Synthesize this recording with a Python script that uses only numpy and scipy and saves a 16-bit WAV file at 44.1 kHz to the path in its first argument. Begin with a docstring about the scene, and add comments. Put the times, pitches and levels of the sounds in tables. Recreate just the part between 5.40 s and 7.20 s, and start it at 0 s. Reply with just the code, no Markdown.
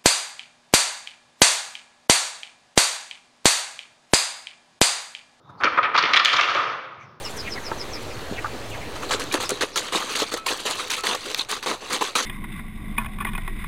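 """A gloved hand flexes a stiff clear plastic sheet close to a phone microphone in a bare, echoing room.
Room rumble runs throughout; narrow hiss bands, as of the glove sliding, open it, and soft thuds follow.
From 0.2 to 1.2 s the sheet buckles in flurries of cracks with sharp snaps, rustling on in between.
Close resonances, one near 1.25 kHz, and the echo shape it; then the rustle settles over faint hiss."""
import sys
import numpy as np
from scipy import signal
from scipy.fft import rfft, irfft
from scipy.io import wavfile
from scipy.ndimage import uniform_filter1d, minimum_filter1d

SR = 44100
rng = np.random.default_rng(int(sys.argv[2]) if len(sys.argv) > 2 else 0)


def persist_wave(psi):
    """Save psi, clipped to +-1, as 16-bit WAV."""
    counts = np.round(np.clip(psi, -1, 1) * 32767).astype(np.int16)
    wavfile.write(sys.argv[1], SR, np.atleast_2d(counts).T)


N = 79380


def from_db(db):
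    """Amplitude ratio of a level in dB."""
    return 10 ** (np.asarray(db) / 20)


def rms_one(x):
    """Scale to rms 1."""
    return x / np.sqrt(np.mean(x ** 2) + 1e-20)


def at_hz(points, hz):
    """Read a (Hz, value) table, linear in log frequency."""
    table = np.array(points)
    return np.interp(np.log(np.maximum(hz, 1)), np.log(table[:, 0]), table[:, 1])


def drift(rate_hz):
    """Slow random signal, rms 1: noise through two equal poles at rate_hz."""
    pole = np.exp(-2 * np.pi * rate_hz / SR)
    noise = rng.standard_normal(N + SR)
    settled = signal.lfilter([1], [1, -2 * pole, pole * pole], noise)[SR:]
    return rms_one(settled)


def colour(x, spectrum):
    """Causal minimum-phase filter following a spectrum table, built by folding its cepstrum."""
    size = 8192
    log_gain = at_hz(spectrum, np.fft.rfftfreq(size, 1 / SR)) * np.log(10) / 20
    cepstrum = irfft(log_gain)
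    cepstrum[1:size // 2] *= 2
    cepstrum[size // 2 + 1:] = 0
    impulse = irfft(np.exp(rfft(cepstrum)))[:size // 2]
    return signal.fftconvolve(x, impulse)[:len(x)]


# rumble and hiss spectrum, relative: f/Hz, density/dB per Hz
RUMBLE_SPECTRUM = [(15, -27.5), (45, -26.5), (134, 2), (236, -8.5), (911, -16), (1230, -12), (1790, -38),
                   (5280, -35), (6740, -61.5), (16000, -52)]
RUMBLE_DB, RUMBLE_SWELL_RMS_DB, RUMBLE_SWELL_HZ = -60, 5, 3.1


def rumble():
    """Low background: coloured noise that swells unevenly."""
    noise = rms_one(colour(rng.standard_normal(N + SR), RUMBLE_SPECTRUM)[SR:])
    return from_db(RUMBLE_DB + RUMBLE_SWELL_RMS_DB * drift(RUMBLE_SWELL_HZ)) * noise


# room decay: f/Hz, t60/s
ROOM_DECAY = [(200, 1.37), (1200, 1.085), (3000, 0.88), (6000, 0.41), (12000, 0.39)]
ROOM_DB, ROOM_ONSET_S = -8.5, 0.0032


def room(x):
    """Diffuse echo: noise dying away at its own rate in each half octave."""
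    t = np.arange(N) / SR
    edges_hz = 60 * 2 ** np.arange(0, 8.6, .5)
    white = rng.standard_normal((2, N))
    tail = 0
    for k, (low, high) in enumerate(zip(edges_hz, np.minimum(edges_hz[1:], .45 * SR))):
        sos = signal.butter(2, [low, high], "band", fs=SR, output="sos")
        band = signal.sosfilt(sos, white[k % 2])
        tail = tail + band * from_db(-60 * t / at_hz(ROOM_DECAY, np.sqrt(low * high)))
    # silent up to the onset time, full at twice that
    tail = tail * np.clip(t / ROOM_ONSET_S - 1, 0, 1)
    unit_tail = tail / np.sqrt(np.sum(tail ** 2))
    return from_db(ROOM_DB) * signal.fftconvolve(x, unit_tail)[:N]


# soft low thuds: t/s, peak level/dB, f/Hz
THUD_EVENTS = [(.09, -49, 118.6), (0.22, -41.5, 91), (.31, -48.5, 85), (0.412, -45, 110), (.93, -42, 123),
               (1.085, -48, 118), (1.18, -43.5, 108.4), (1.265, -47, 125), (1.57, -49, 110),
               (1.628, -44, 125), (1.684, -50, 120), (1.749, -53, 130)]
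THUD_LENGTH_S = 0.039


def thuds():
    """A few rounded low cycles each: a sine under a raised hump."""
    t, out = np.arange(N) / SR, 0
    phases = rng.uniform(0, 2 * np.pi, len(THUD_EVENTS))
    for (start_s, db, hz), phase in zip(THUD_EVENTS, phases):
        hump = np.sin(np.pi * np.clip((t - start_s) / THUD_LENGTH_S, 0, 1)) ** 2
        out = out + from_db(db) * hump * np.sin(2 * np.pi * hz * t + phase)
    return out


# faint hiss bands, as of the glove sliding: t/s, length/s, f/Hz, width per filter pass/Hz, level/dB
SLIDE_EVENTS = [(0.01, 0.17, 3670, 310, -65.5), (0.027, 0.29, 950, 397, -51.5),
                (0.172, 0.056, 4470, 900, -56), (1.572, 0.1, 2280, 505, -50), (1.587, 0.08, 5970, 704, -64),
                (1.595, 0.2, 5330, 450, -73)]


def slides():
    """Noise twice through a narrow resonance, swelling and fading."""
    t, out = np.arange(N) / SR, 0
    for start_s, length_s, hz, width_hz, db in SLIDE_EVENTS:
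        b, a = signal.iirpeak(hz, hz / width_hz, fs=SR)
        noise = rng.standard_normal(N)
        hiss = rms_one(signal.lfilter(b, a, signal.lfilter(b, a, noise)))
        swell = np.sin(np.pi * np.clip((t - start_s) / length_s, 0, 1))
        out = out + from_db(db) * swell * hiss
    return out


def clicks(per_s, spread_db):
    """Random clicks of uneven size and sign; rms 1."""
    sizes = from_db(spread_db * np.minimum(rng.exponential(1, N), 4))
    signed = sizes * rng.choice([-1, 1], N)
    return rms_one(signed * (rng.random(N) < per_s / SR))


# spectrum of sheet and microphone, relative: f/Hz, density/dB per Hz
SHEET_SPECTRUM = [(35, -56), (60, -35), (250, -24), (380, -18), (862, -14), (1250, -4.5), (1620, -10),
                  (2410, -13), (3270, -12), (4750, -15), (6300, -18), (8120, -38.5), (9570, -37.5),
                  (16000, -60)]
# centres of the lows, reference, mids, treble and top bands: f/Hz
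BAND_HZ = [400, 1200, 2400, 5000, 10000]
FACET_Q_AT_1KHZ = 3.48   # per filter pass; grows with the root of pitch
FACET_WANDER_RMS_DB, FACET_WANDER_HZ = 1.5, 12


def sheet(train, gains):
    """Clicks ring small facets, each at its own pitch, its level wandering at random; band gains blend."""
    pitches = np.geomspace(90, 16500, num=56) * rng.uniform(.97, 1.03, size=56)
    place = np.interp(np.log(pitches), np.log(BAND_HZ), np.arange(len(gains)))
    nearest_band = np.round(place)
    stream = rng.integers(0, 8, N)   # clicks dealt to 8 groups of facets
    power = pitches * from_db(2 * at_hz(SHEET_SPECTRUM, pitches))
    gains = [gain / np.sqrt(power[nearest_band == j].sum()) for j, gain in enumerate(gains)]
    out = 0
    for k, hz in enumerate(pitches):
        b, a = signal.iirpeak(hz, FACET_Q_AT_1KHZ * np.sqrt(hz / 1000), fs=SR)

        def ring(x):
            """Two passes through the facet's resonance."""
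            return signal.lfilter(b, a, signal.lfilter(b, a, x + 1e-18))

        hits = train * (stream == k % 8)
        below = min(int(place[k]), len(gains) - 2)
        share = place[k] - below
        gain = gains[below] ** (1 - share) * gains[below + 1] ** share
        wander = from_db(FACET_WANDER_RMS_DB * drift(FACET_WANDER_HZ))
        out = out + np.sqrt(hz) / np.std(ring(hits)) * ring(hits * gain * wander)
    return colour(out, SHEET_SPECTRUM)


# rustle of the bent sheet: t/s, level before trim/dB, then relative to it: lows/dB, mids/dB, treble/dB, top/dB
RUSTLE_LEVELS = [(0, -64.5, -7, -15, -14.5, -17), (.07, -50, -13, -24, -22.5, -25.5),
                 (0.171, -55.5, 1.5, -31, -27.5, -27.5), (0.219, -35, -18.5, -7.5, -24.5, -40.5),
                 (.35, -25.5, -11.5, -7, -25.5, -58), (0.518, -29.5, -7.5, -10, -36.5, -63),
                 (0.599, -24.5, -11.5, 4, -13.5, -56), (.71, -22.5, -8, -3.5, -16, -37.5),
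                 (0.839, -36.5, -19, -14.5, -15, -40), (0.879, -24, -12.5, 3.5, -13.5, -23),
                 (1.151, -19.5, -13, -6.5, -14, -39), (1.301, -25, -10, -6.5, -16, -50),
                 (1.47, -39, -17.5, -7.5, -19.5, -54), (1.8, -56, -15, -26, -13, -42)]
TICKS_PER_S, TICK_SPREAD_DB = 20000, 2.5
RUSTLE_TRIM_DB, RUSTLE_FLUTTER_RMS_DB, RUSTLE_FLUTTER_HZ = -7, 1.0, 37.0


def rustle():
    """Dense small ticks on the facets, their level fluttering."""
    times_s, *columns = np.transpose(RUSTLE_LEVELS)
    t = np.arange(N) / SR
    db, low_db, *high_db = [np.interp(t, times_s, column) for column in columns]
    db = db + RUSTLE_TRIM_DB + RUSTLE_FLUTTER_RMS_DB * drift(RUSTLE_FLUTTER_HZ)
    gains = [from_db(db + relative_db) for relative_db in [low_db, 0, *high_db]]
    return sheet(clicks(TICKS_PER_S, TICK_SPREAD_DB), gains)


# single sharp snaps: t/s, peak level before close resonances/dB, f/Hz
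SNAP_EVENTS = [(0.2364, -5, 1450), (.245, -15.5, 5530), (.432, -20.5, 1420), (.580, -18, 3600),
               (0.626, -15.5, 4400), (0.7363, -0.5, 2160), (.7378, -23.5, 3500), (0.767, -5, 2300),
               (0.7995, -20, 3640), (0.8491, -7, 4160), (0.8572, -2.5, 2620), (.936, -19, 3800),
               (.966, -12, 4500), (1.011, -8.5, 4600), (1.15, -10.5, 2700)]
SNAP_Q = 2.7


def snaps():
    """One click each, ringing a few cycles."""
    out, click = np.zeros(N + 2000), np.eye(1, 2000)[0]
    signs = rng.choice([-1, 1], len(SNAP_EVENTS))
    for (start_s, db, hz), sign in zip(SNAP_EVENTS, signs):
        b, a = signal.iirpeak(hz, SNAP_Q, fs=SR)
        pulse = colour(signal.lfilter(b, a, click), SHEET_SPECTRUM)
        out[int(start_s * SR):][:len(pulse)] += sign * from_db(db) * pulse / np.abs(pulse).max()
    return out[:N]


# buckles: t/s, level before trim/dB, then relative to it: lows/dB, mids/dB, treble/dB, top/dB;
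# rise (0.1 at least)/ms, hold/ms
BUCKLE_EVENTS = [(0.09, -46.5, -6.5, -31.5, -23.5, -26.5, 1.7, 13.5),
                 (0.196, -29, -8, -26.5, -26.5, -35.5, 8.2, 5.7),
                 (0.2075, -28.5, -18, -7, -35.5, -41, 0.82, 8.6),
                 (0.217, -26, -8, -7.5, -40.5, -54.5, 3.6, 9.2),
                 (0.2358, -12, -13, -9, -15, -56.5, 0.51, 8), (0.242, -30.5, 1.5, 1.5, -14, -35, 1, 7),
                 (0.2503, -23, -8, 5, -20.5, -59.5, 1.8, 8.6), (0.264, -21, -9.5, -6, -34, -57, 1.5, 13),
                 (0.369, -14, -8, -8, -36, -61, 6.4, 1.9),
                 (0.38, -13.5, -25, -10.5, -46.5, -76.5, 0.67, 7.3),
                 (0.383, -18.5, -13.5, -15.5, -49.5, -67, 3.3, 5.4),
                 (0.426, -22, -12.5, 2, -20, -76.5, 3.5, 8.7),
                 (0.439, -22.5, -17.5, 2, -29, -76.5, 3.3, 18.2),
                 (0.538, -14.5, -15, -10, -20, -62.5, 7.3, 10.1),
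                 (0.551, -19, -32.5, -16.5, -15, -57.5, 1.5, 3.6),
                 (0.558, -24, -27.5, 5.5, -3.5, -37.5, 4.9, 2.6),
                 (0.575, -10, -34, -14.5, -8.5, -46, 1.3, 13.9),
                 (0.625, -27, 2.5, -1, 10.5, -49.5, 0.84, 1.04), (0.632, -29, 5, 14, -3.5, -43, 3.9, 4.6),
                 (0.648, -26, -7, 6, -5.5, -54.5, 4.2, 6.9), (0.732, -14.5, -19, 1, -1, -34.5, 1.94, 2.25),
                 (0.738, -19.5, -12.5, 4, -11.5, -29, 1.5, 7.4),
                 (0.7594, -24, -23, 17, -2.5, -20.5, 0.27, 2.2),
                 (0.764, -14, -23.5, 1.5, -6, -32.5, 0.92, 9.1),
                 (0.79, -19, -29.5, 1.5, -3, -46.5, 4.1, 5.1),
                 (0.799, -23, -25.5, -6, -25.5, -48.5, 0.78, 15),
                 (0.848, -16.5, -21.5, 6, 5, -4, 0.26, 0.41),
                 (0.8525, -22.5, -14, 1.5, -18, -16.5, 0.95, 2.7),
                 (0.8566, -23, -7.5, 20.5, 12.5, -9.5, 0.086, 0.25),
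                 (0.924, -15, -19, -12, -4.5, -38, 6.1, 8.9), (0.963, -27, -7, -2, 6, -24.5, 0.54, 6.3),
                 (0.978, -18, -26, -2, -19.5, -40, 7.4, 8.7),
                 (0.994, -14.5, -29, -2.5, -16.5, -42, 1.5, 4.1), (1.009, -26, -35, 10.5, 1, -26, 1.7, 2),
                 (1.03, -34.5, -30.5, 16, 2.5, -43, 1.1, 11.4),
                 (1.084, -23.5, -34, -3.7, -11.5, -43.5, 1, 19),
                 (1.146, -22, -6.5, -3.5, -22.5, -33, 1.5, 10),
                 (1.163, -24, -17, -8.5, -31.5, -39.5, 0.5, 39)]
CRACKS_PER_S, CRACK_SPREAD_DB, BUCKLE_TRIM_DB = 12000, 3.2, -2.5
RELEASE_MS, RELEASE_PER_HOLD = 4.66, 0.59   # time to lose 20 dB: base plus share of hold


def buckles():
    """Each buckle swells, holds and dies away as a flurry of cracks on the facets."""
    ms = np.arange(N) / SR * 1000
    gains = np.full((5, N), 1e-9)
    for start_s, db, low_db, mid_db, treble_db, top_db, rise_ms, hold_ms in BUCKLE_EVENTS:
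        age_ms = ms - start_s * 1000
        rise = np.clip(age_ms / max(rise_ms, .1), 0, 1) ** 2
        release_ms = RELEASE_MS + RELEASE_PER_HOLD * hold_ms
        release = .1 ** (np.maximum(age_ms - rise_ms - hold_ms, 0) / release_ms)
        relative_db = np.array([[low_db], [0], [mid_db], [treble_db], [top_db]])
        gains += from_db(db + BUCKLE_TRIM_DB + relative_db) * (rise * release)
    return sheet(clicks(CRACKS_PER_S, CRACK_SPREAD_DB), gains)


PEAK_WANDER_MAX_SHARE, PEAK_WANDER_HZ = .02, 6


def wandering_peak(x, hz, width_hz):
    """A narrow resonance whose centre drifts slightly at random, stepped in short blocks."""
    out, state, step = np.zeros(N), np.zeros(2), 512
    centres_hz = hz * (1 + PEAK_WANDER_MAX_SHARE * np.tanh(drift(PEAK_WANDER_HZ)))
    for i in range(0, N, step):
        b, a = signal.iirpeak(centres_hz[i], hz / width_hz, fs=SR)
        out[i:i + step], state = signal.lfilter(b, a, x[i:i + step], zi=state)
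    return out


# close resonances: mean f/Hz, width/Hz, lift/dB
CLOSE_PEAKS = [(1268, 85, 4.5), (2300, 320, 4), (3600, 200, 3.5), (10060, 1100, 1), (15000, 550, 11)]
ROOM_PEAK_SHARE = .3   # share of the close resonances that reaches the room


def scene():
    """The sheet close up, its echo in the room, and the background."""
    film = buckles() + snaps() + rustle()
    near = film
    for hz, width_hz, lift_db in CLOSE_PEAKS:
        near = near + (from_db(lift_db) - 1) * wandering_peak(near, hz, width_hz)
    echo = room(film + ROOM_PEAK_SHARE * (near - film))
    return (near + echo + rumble() + thuds() + slides())[None]


LIMIT, LIMITER_MS = .86, 3
CUTOFF_HZ = 16900   # 70 dB down from here up


def record(dry):
    """A quick look-ahead limiter holds the peaks, then a steep low-pass cuts the top."""
    size = int(LIMITER_MS * SR / 1000)
    need = np.minimum(1, LIMIT / (np.abs(dry) + 1e-9))
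    held = minimum_filter1d(need, size=2 * size)
    gain = uniform_filter1d(uniform_filter1d(held, size=size), size=size)
    low_pass = signal.cheby2(12, 70, CUTOFF_HZ, fs=SR, output="sos")
    return signal.sosfilt(low_pass, dry * gain)


dry = scene()
out = record(dry)
persist_wave(out)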